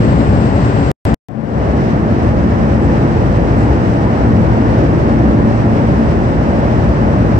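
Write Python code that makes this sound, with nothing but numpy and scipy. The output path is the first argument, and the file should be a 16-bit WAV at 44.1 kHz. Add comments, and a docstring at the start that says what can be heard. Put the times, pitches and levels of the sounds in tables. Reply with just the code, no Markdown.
"""A wind tunnel roars steadily in a large test room as swirling air rings its duct and hisses.
Two groups of fans hum at slightly different speeds, so their tones throb; the motor drive whines faintly.
A two-sided microphone listens from a first place, where the sound breaks off twice with a tick,
then fades in at a second place with the airflow arriving from the other side."""
import sys
import numpy as np
from scipy import signal
from scipy.fft import rfft, irfft
from scipy.io import wavfile
from scipy.ndimage import uniform_filter1d, minimum_filter1d

SR = 44100
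rng = np.random.default_rng(int(sys.argv[2]) if len(sys.argv) > 2 else 0)


def waveform_to_disk(signal):
    """Save audio, clipped to [-1, 1], as 16-bit WAV at the path in sys.argv[1]."""
    frames = np.transpose(np.atleast_2d(signal))
    scaled = np.clip(frames, -1, 1) * 32767
    samples = np.round(scaled).astype(np.int16)
    wavfile.write(sys.argv[1], SR, samples)


N = 325899
TIME = np.arange(N) / SR
HZ = np.fft.rfftfreq(N, 1 / SR)

# roar of the swirling air: (frequency [Hz], relative level [dB])
ROAR = [(35, -66), (49, -49.5), (60, -36.5), (100, -33.5), (140, -34), (165, -37.5), (220, -38.5),
        (280, -41.5), (350, -43.5), (600, -47), (900, -50.5), (1250, -56), (1800, -60.5), (2300, -67),
        (2850, -71), (3400, -77.5)]
# tone of the high hiss, with a narrow gap near 10.8 kHz: (frequency [Hz], relative level [dB])
HISS = [(4700, -79.5), (5200, -79.5), (6100, -82), (6900, -90.5), (7700, -86), (8400, -91.5), (9000, -99.7),
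        (10000, -103.2), (10800, -118.1), (13000, -107.1), (15500, -103.7)]
# notes at which the air in the duct and room rings: (frequency [Hz], width [Hz], lift [dB])
DUCT_RINGS = [(66.2, 2.5, 7.5), (183.7, 5, 5), (236, 14, 2), (304.8, 2, 7), (580, 30, 2.8), (820, 120, 1),
              (1850, 300, 1.5)]
# swells of the hiss: (time [s], half-length [s], lift of the hiss [dB], lift of its high fizz [dB])
HISS_SWELLS = [(1.89, .06, 3, 1.2), (2.84, .035, -1, 7), (3.11, .065, 1.5, 2.6), (3.35, .06, 1.7, 2.2),
               (3.61, .05, 0.5, 6), (3.87, .08, 1.3, 3), (4.81, .06, 2, .6), (6.11, .045, 2, .6),
               (6.2, .45, .6, 1.5)]
# sound that comes straight down the tunnel, not from all around: (frequency [Hz], share [0-1])
DIRECT_SHARE = [(60, 0.07), (300, .45), (700, 0.79), (1600, 0.25), (2500, 0.04), (6000, 0.1)]
# how alike the rest is on both sides, lowered by swirls at each: (frequency [Hz], likeness [0-1])
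ROOM_LIKENESS = [(60, .76), (110, 0.66), (220, 1), (600, 0.7)]
# tones of each fan group: (multiple of the blade rate, base level at first place [dB], at second [dB])
FAST_FAN_TONES = [(1, -25.5, -24.6), (2, -23.5, -22.3), (4, -30.5, -23.1), (5, -23.5, -25.7),
                  (6, -36, -28.6), (7, -44, -41.5), (8, -42, -35.2), (9, -35, -33.8), (10, -32.5, -32),
                  (11, -44, -36.4), (12, -45, -34.8), (13, -44, -43.5), (14, -50, -41.2), (15, -49, -43)]
SLOW_FAN_TONES = [(4, -29, -25.5), (5, -26.5, -37.5), (6, -35, -30.2), (7, -37, -39.5), (12, -46, -46.1)]
# rise and fall of the drone, the fans' tone at four times the blade rate: (time [s], lift [dB])
DRONE_LIFT = [(1.6, 4), (2.3, -1.5), (2.8, 0.5), (3.1, -7.5), (3.58, -2), (3.82, -9), (4.2, -8.5),
              (4.4, 1.5), (4.9, -4), (5.15, 1), (5.5, 3), (5.8, 3.5), (6.1, 5.5), (6.28, -7), (6.5, 5.5),
              (6.9, -4.5), (7.15, 1.5), (7.35, -5)]
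# whine of the motor drive and its two side tones: (frequency [Hz], base level [dB])
WHINE_TONES = [(4951, -72), (4984, -66.5), (5050, -74)]
# tone and left-right balance of the scene's two parts; the first one's hiss dips near 9 kHz:
# (frequency [Hz], lift in first [dB], left minus right in first [dB], left minus right in second [dB])
SHAPING = [(65, -1.3, 4.5, 1.2), (130, 0.4, 1.8, 0.7), (250, -1, 3.2, 1.6), (500, -0.1, 2.7, 1.2),
           (1000, 0.3, 3.2, 0.5), (1700, 0.2, 2.5, -1.0), (2900, 2.7, 3.5, 1.7), (4600, 4.2, 3.2, -0.5),
           (5900, 1.5, 0.6, -4.5), (7700, 6.7, 11.8, 4.0), (8400, 4.5, 10, 2.6), (9300, -8, 10, 0.8),
           (10000, 0, 9, 0.5)]
# stretches heard from the first place: (start [s], stop [s])
FIRST_SPANS = [(0, .9152), (1.0527, 1.1437)]
# brief swells of the deep rumble: (time [s], half-length [s], lift [dB])
RUMBLE_SWELLS = [(1.76, 0.04, 2.5), (2.28, 0.061, 3), (2.89, 0.043, 4), (6.23, 0.045, 1.5),
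                 (6.89, 0.037, 2.5)]
# slow dips and swells of the roar's body, just above the rumble: (time [s], half-length [s], lift [dB])
BODY_SWELLS = [(3.2, .4, -0.4), (4.9, 0.49, 1.5), (6.5, 0.27, -1.2)]

RUMBLE_TO_HZ, RUSH_FROM_HZ, HISS_FROM_HZ = 115, 460, 2400
SECOND_START_S = 1.2858


def from_db(db):
    """Turn decibels into a number to multiply the sound by."""
    return 10 ** (np.asarray(db) / 20)


def curve(table, column=1):
    """Join the points of one table column into a value for every frequency."""
    rows = np.asarray(table, float)
    return np.interp(np.log(HZ + 1), np.log(rows[:, 0] + 1), rows[:, column])


def below(edge_hz, order=4):
    """A soft filter: how much of each frequency to keep so that mostly the lows remain."""
    return 1 / (1 + (HZ / edge_hz) ** order)


def drift(rate_hz):
    """A random wobble, about 1 in size, that moves mostly slower than rate_hz."""
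    times = np.arange(0, TIME[-1] + 1, 1 / 200)
    hz = np.fft.rfftfreq(len(times), times[1])
    noise = rfft(rng.standard_normal(len(times))) * (hz > 0)
    slow = irfft(noise / (1 + (hz / rate_hz) ** 2), len(times))
    return np.interp(TIME, times, slow / slow.std())


def swells(table, column=2):
    """A level in dB with one smooth bump or dip for each table row."""
    return sum(row[column] * np.exp(-((TIME - row[0]) / row[1]) ** 2) for row in table)


def air_noise(lead_ms, spacing_m=0.15, sound_m_per_s=343):
    """Left and right noise spectra: part reaches the left lead_ms early, part comes from all around."""
    left, unrelated = (rfft(rng.standard_normal(N)) * np.sqrt(SR / 2) for _ in range(2))
    direct = np.clip(curve(DIRECT_SHARE), 0, 1)
    room = np.clip(curve(ROOM_LIKENESS), 0, 1) * np.sinc(2 * HZ * spacing_m / sound_m_per_s)
    delay = np.exp(-2j * np.pi * HZ * lead_ms / 1000)
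    alike = direct * delay + (1 - direct) * room
    right = alike * left + np.sqrt(np.maximum(1 - abs(alike) ** 2, 0)) * unrelated
    return np.array([left, right])


def airflow(lead_ms):
    """Swirling air roars and rings the duct; its hiss flutters and swells now and then."""
    colour = from_db(curve(list(ROAR) + list(HISS)))
    for ring_hz, width_hz, lift_db in DUCT_RINGS:
        peak = 1 / (1 + (2 * (HZ - ring_hz) / width_hz) ** 2)
        colour *= np.sqrt(1 + (from_db(lift_db) ** 2 - 1) * peak)
    air = air_noise(lead_ms) * colour
    low = below(HISS_FROM_HZ)
    high = np.exp(-((HZ - 7800) / 900) ** 2)
    roar, hiss, fizz = (irfft(air * band, N) for band in (low, 1 - low - high, high))
    swirls = drift(12)
    hiss_db = swells(HISS_SWELLS, column=2) + 0.94 * swirls
    fizz_db = swells(HISS_SWELLS, column=3) + 0.8 * swirls
    return roar + hiss * from_db(hiss_db) + fizz * from_db(fizz_db)


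def opening_gust(air, lift_db=3, fade_s=0.42, top_hz=500):
    """A gust lifts the low roar at the start and dies away."""
    gain = from_db(lift_db * np.exp(-(TIME / fade_s) ** 2))
    low_roar = irfft(rfft(air) * below(top_hz), N)
    return air + (gain - 1) * low_roar


def wavering_tone(cycles, level_db, scatter):
    """A tone heard through moving air: a steady part plus a wavering echo, a bit different on each side."""
    echo = drift(1.8) + 1j * drift(1.4)
    sides = np.array([drift(0.51), drift(1)])
    steady = np.exp(2j * np.pi * (cycles + rng.random()))
    wave = (steady * (1 + scatter * (echo + 0.5j * sides))).real
    return from_db(level_db) * wave / wave.std()


def fan_group(blade_hz, tones, place):
    """Passing blades make a stack of tones; moving air makes the high ones waver most."""
    cycles = np.cumsum(blade_hz * (1 + 0.00066 * drift(0.46))) / SR
    drone_db = np.interp(TIME, *np.transpose(DRONE_LIFT))
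    hum = 0
    for multiple, base_db in np.array(tones)[:, [0, place]]:
        level_db = base_db + drone_db * (multiple == 4)
        hum += wavering_tone(multiple * cycles, level_db, scatter=0.21 + 0.027 * multiple)
    return hum


def fan_hum(place, lead_ms):
    """Two fan groups throb against each other at place 1 or 2; the left hears them lead_ms early."""
    fast = fan_group(blade_hz=56.45, tones=FAST_FAN_TONES, place=place)
    slow = fan_group(blade_hz=55.05, tones=SLOW_FAN_TONES, place=place)
    half_lead = 1j * np.pi * HZ * lead_ms / 1000
    return irfft(rfft(fast + slow) * np.exp([half_lead, -half_lead]), N)


def drive_whine():
    """The motor drive switches its current very fast, which makes a thin whine."""
    return sum(wavering_tone(hz * TIME, level_db, scatter=0.59) for hz, level_db in WHINE_TONES)


def shaped(sound, lift_db, balance_db):
    """Set the sound's tone and left-right balance, frequency by frequency."""
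    sides_db = np.array([balance_db, -balance_db]) / 2
    return irfft(rfft(sound) * from_db(lift_db + sides_db), N)


def ticks(times, peak_db, decay_s=0.00048):
    """Each tick is a sudden jump that dies within a millisecond or two."""
    return from_db(peak_db) * sum((TIME >= at) * np.exp(-abs(TIME - at) / decay_s) for at in times)


def breaks(sound, smear_db=-32, smear_s=0.05, smear_top_hz=1900):
    """The sound cuts out and in with ticks; a faint, dull smear of noise is heard just after each break."""
    on = sum(1.0 * (TIME >= start) * (TIME < stop) for start, stop in FIRST_SPANS)
    gain = np.minimum(TIME / 0.004, 1) * uniform_filter1d(on, size=16)  # soften the edges
    smear_gain = sum((TIME >= stop) * from_db(smear_db - 60 * abs(TIME - stop) / smear_s)
                     for _, stop in FIRST_SPANS)
    smear = irfft(rfft(sound) * below(smear_top_hz, order=2), N)
    tick_times = [at for span in FIRST_SPANS for at in span if at > 0]
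    return sound * gain + smear * smear_gain + ticks(tick_times, peak_db=-8.7)


def fade_in(sound, fade_s=0.41, left_db=-12, right_db=-29):
    """The second part opens with a small tick on the left, then eases up to full level."""
    left_tick = np.outer([1, 0], ticks([SECOND_START_S], peak_db=-12))  # the fade lowers it further
    since_s = TIME - SECOND_START_S
    remaining = np.clip(1 - since_s / fade_s, 0, 1) ** 1.63
    gain = from_db(np.outer([left_db, right_db], remaining)) * (since_s >= 0)
    return (sound + left_tick) * gain


def build_up(start_db, full_at_s, rise_s):
    """A level in dB that stays a little low, then climbs evenly to zero."""
    return start_db * np.clip((full_at_s - TIME) / rise_s, 0, 1)


def surges(sound):
    """Four bands, low to high: the rumble builds and swells, the body ebbs and swells,
    and the rush and hiss build and waver."""
    rumble = below(RUMBLE_TO_HZ, order=8)
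    upper = 1 - below(RUSH_FROM_HZ)
    hiss = 1 - below(HISS_FROM_HZ)
    body, rush = 1 - rumble - upper, upper - hiss
    rumble_db = build_up(-2.5, full_at_s=1.6, rise_s=0.12) + build_up(-3, full_at_s=2.26, rise_s=0.08)
    rumble_db += swells(RUMBLE_SWELLS)
    rush_db = build_up(-1.5, full_at_s=3, rise_s=0.61) + 0.35 * drift(5.9)
    hiss_db = rush_db + build_up(-1, full_at_s=1.54, rise_s=0.06)
    bands = (rumble, rumble_db), (body, swells(BODY_SWELLS)), (rush, rush_db), (hiss, hiss_db)
    spectrum = rfft(sound)
    return sum(from_db(level_db) * irfft(spectrum * band, N) for band, level_db in bands)


def scene():
    """The same airflow, fans and whine, heard from one place and then from another."""
    whine = drive_whine()
    air = from_db(-1.0) * opening_gust(airflow(lead_ms=0.39))
    hum = fan_hum(place=1, lead_ms=0.26)
    first = shaped(air + hum + whine, lift_db=curve(SHAPING), balance_db=curve(SHAPING, column=2))
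    air = from_db(-0.65) * airflow(lead_ms=-0.37)  # a negative lead: the right side hears it first
    hum = from_db(-0.4) * fan_hum(place=2, lead_ms=-0.42)
    second = shaped(surges(air + hum + whine), lift_db=0, balance_db=curve(SHAPING, column=3))
    return breaks(first) + fade_in(second)


def record(dry):
    """Turn down any peaks above full scale for a moment, then remove the very highest treble."""
    needed_gain = 1 / np.maximum(abs(dry).max(axis=0), 1)
    smooth_gain = uniform_filter1d(minimum_filter1d(needed_gain, size=301), size=301)
    low_pass = signal.firwin(511, cutoff=15900, window=("kaiser", 9), fs=SR)
    return signal.oaconvolve(dry * smooth_gain, low_pass[None], "same")


dry = scene()
out = record(dry)
waveform_to_disk(out)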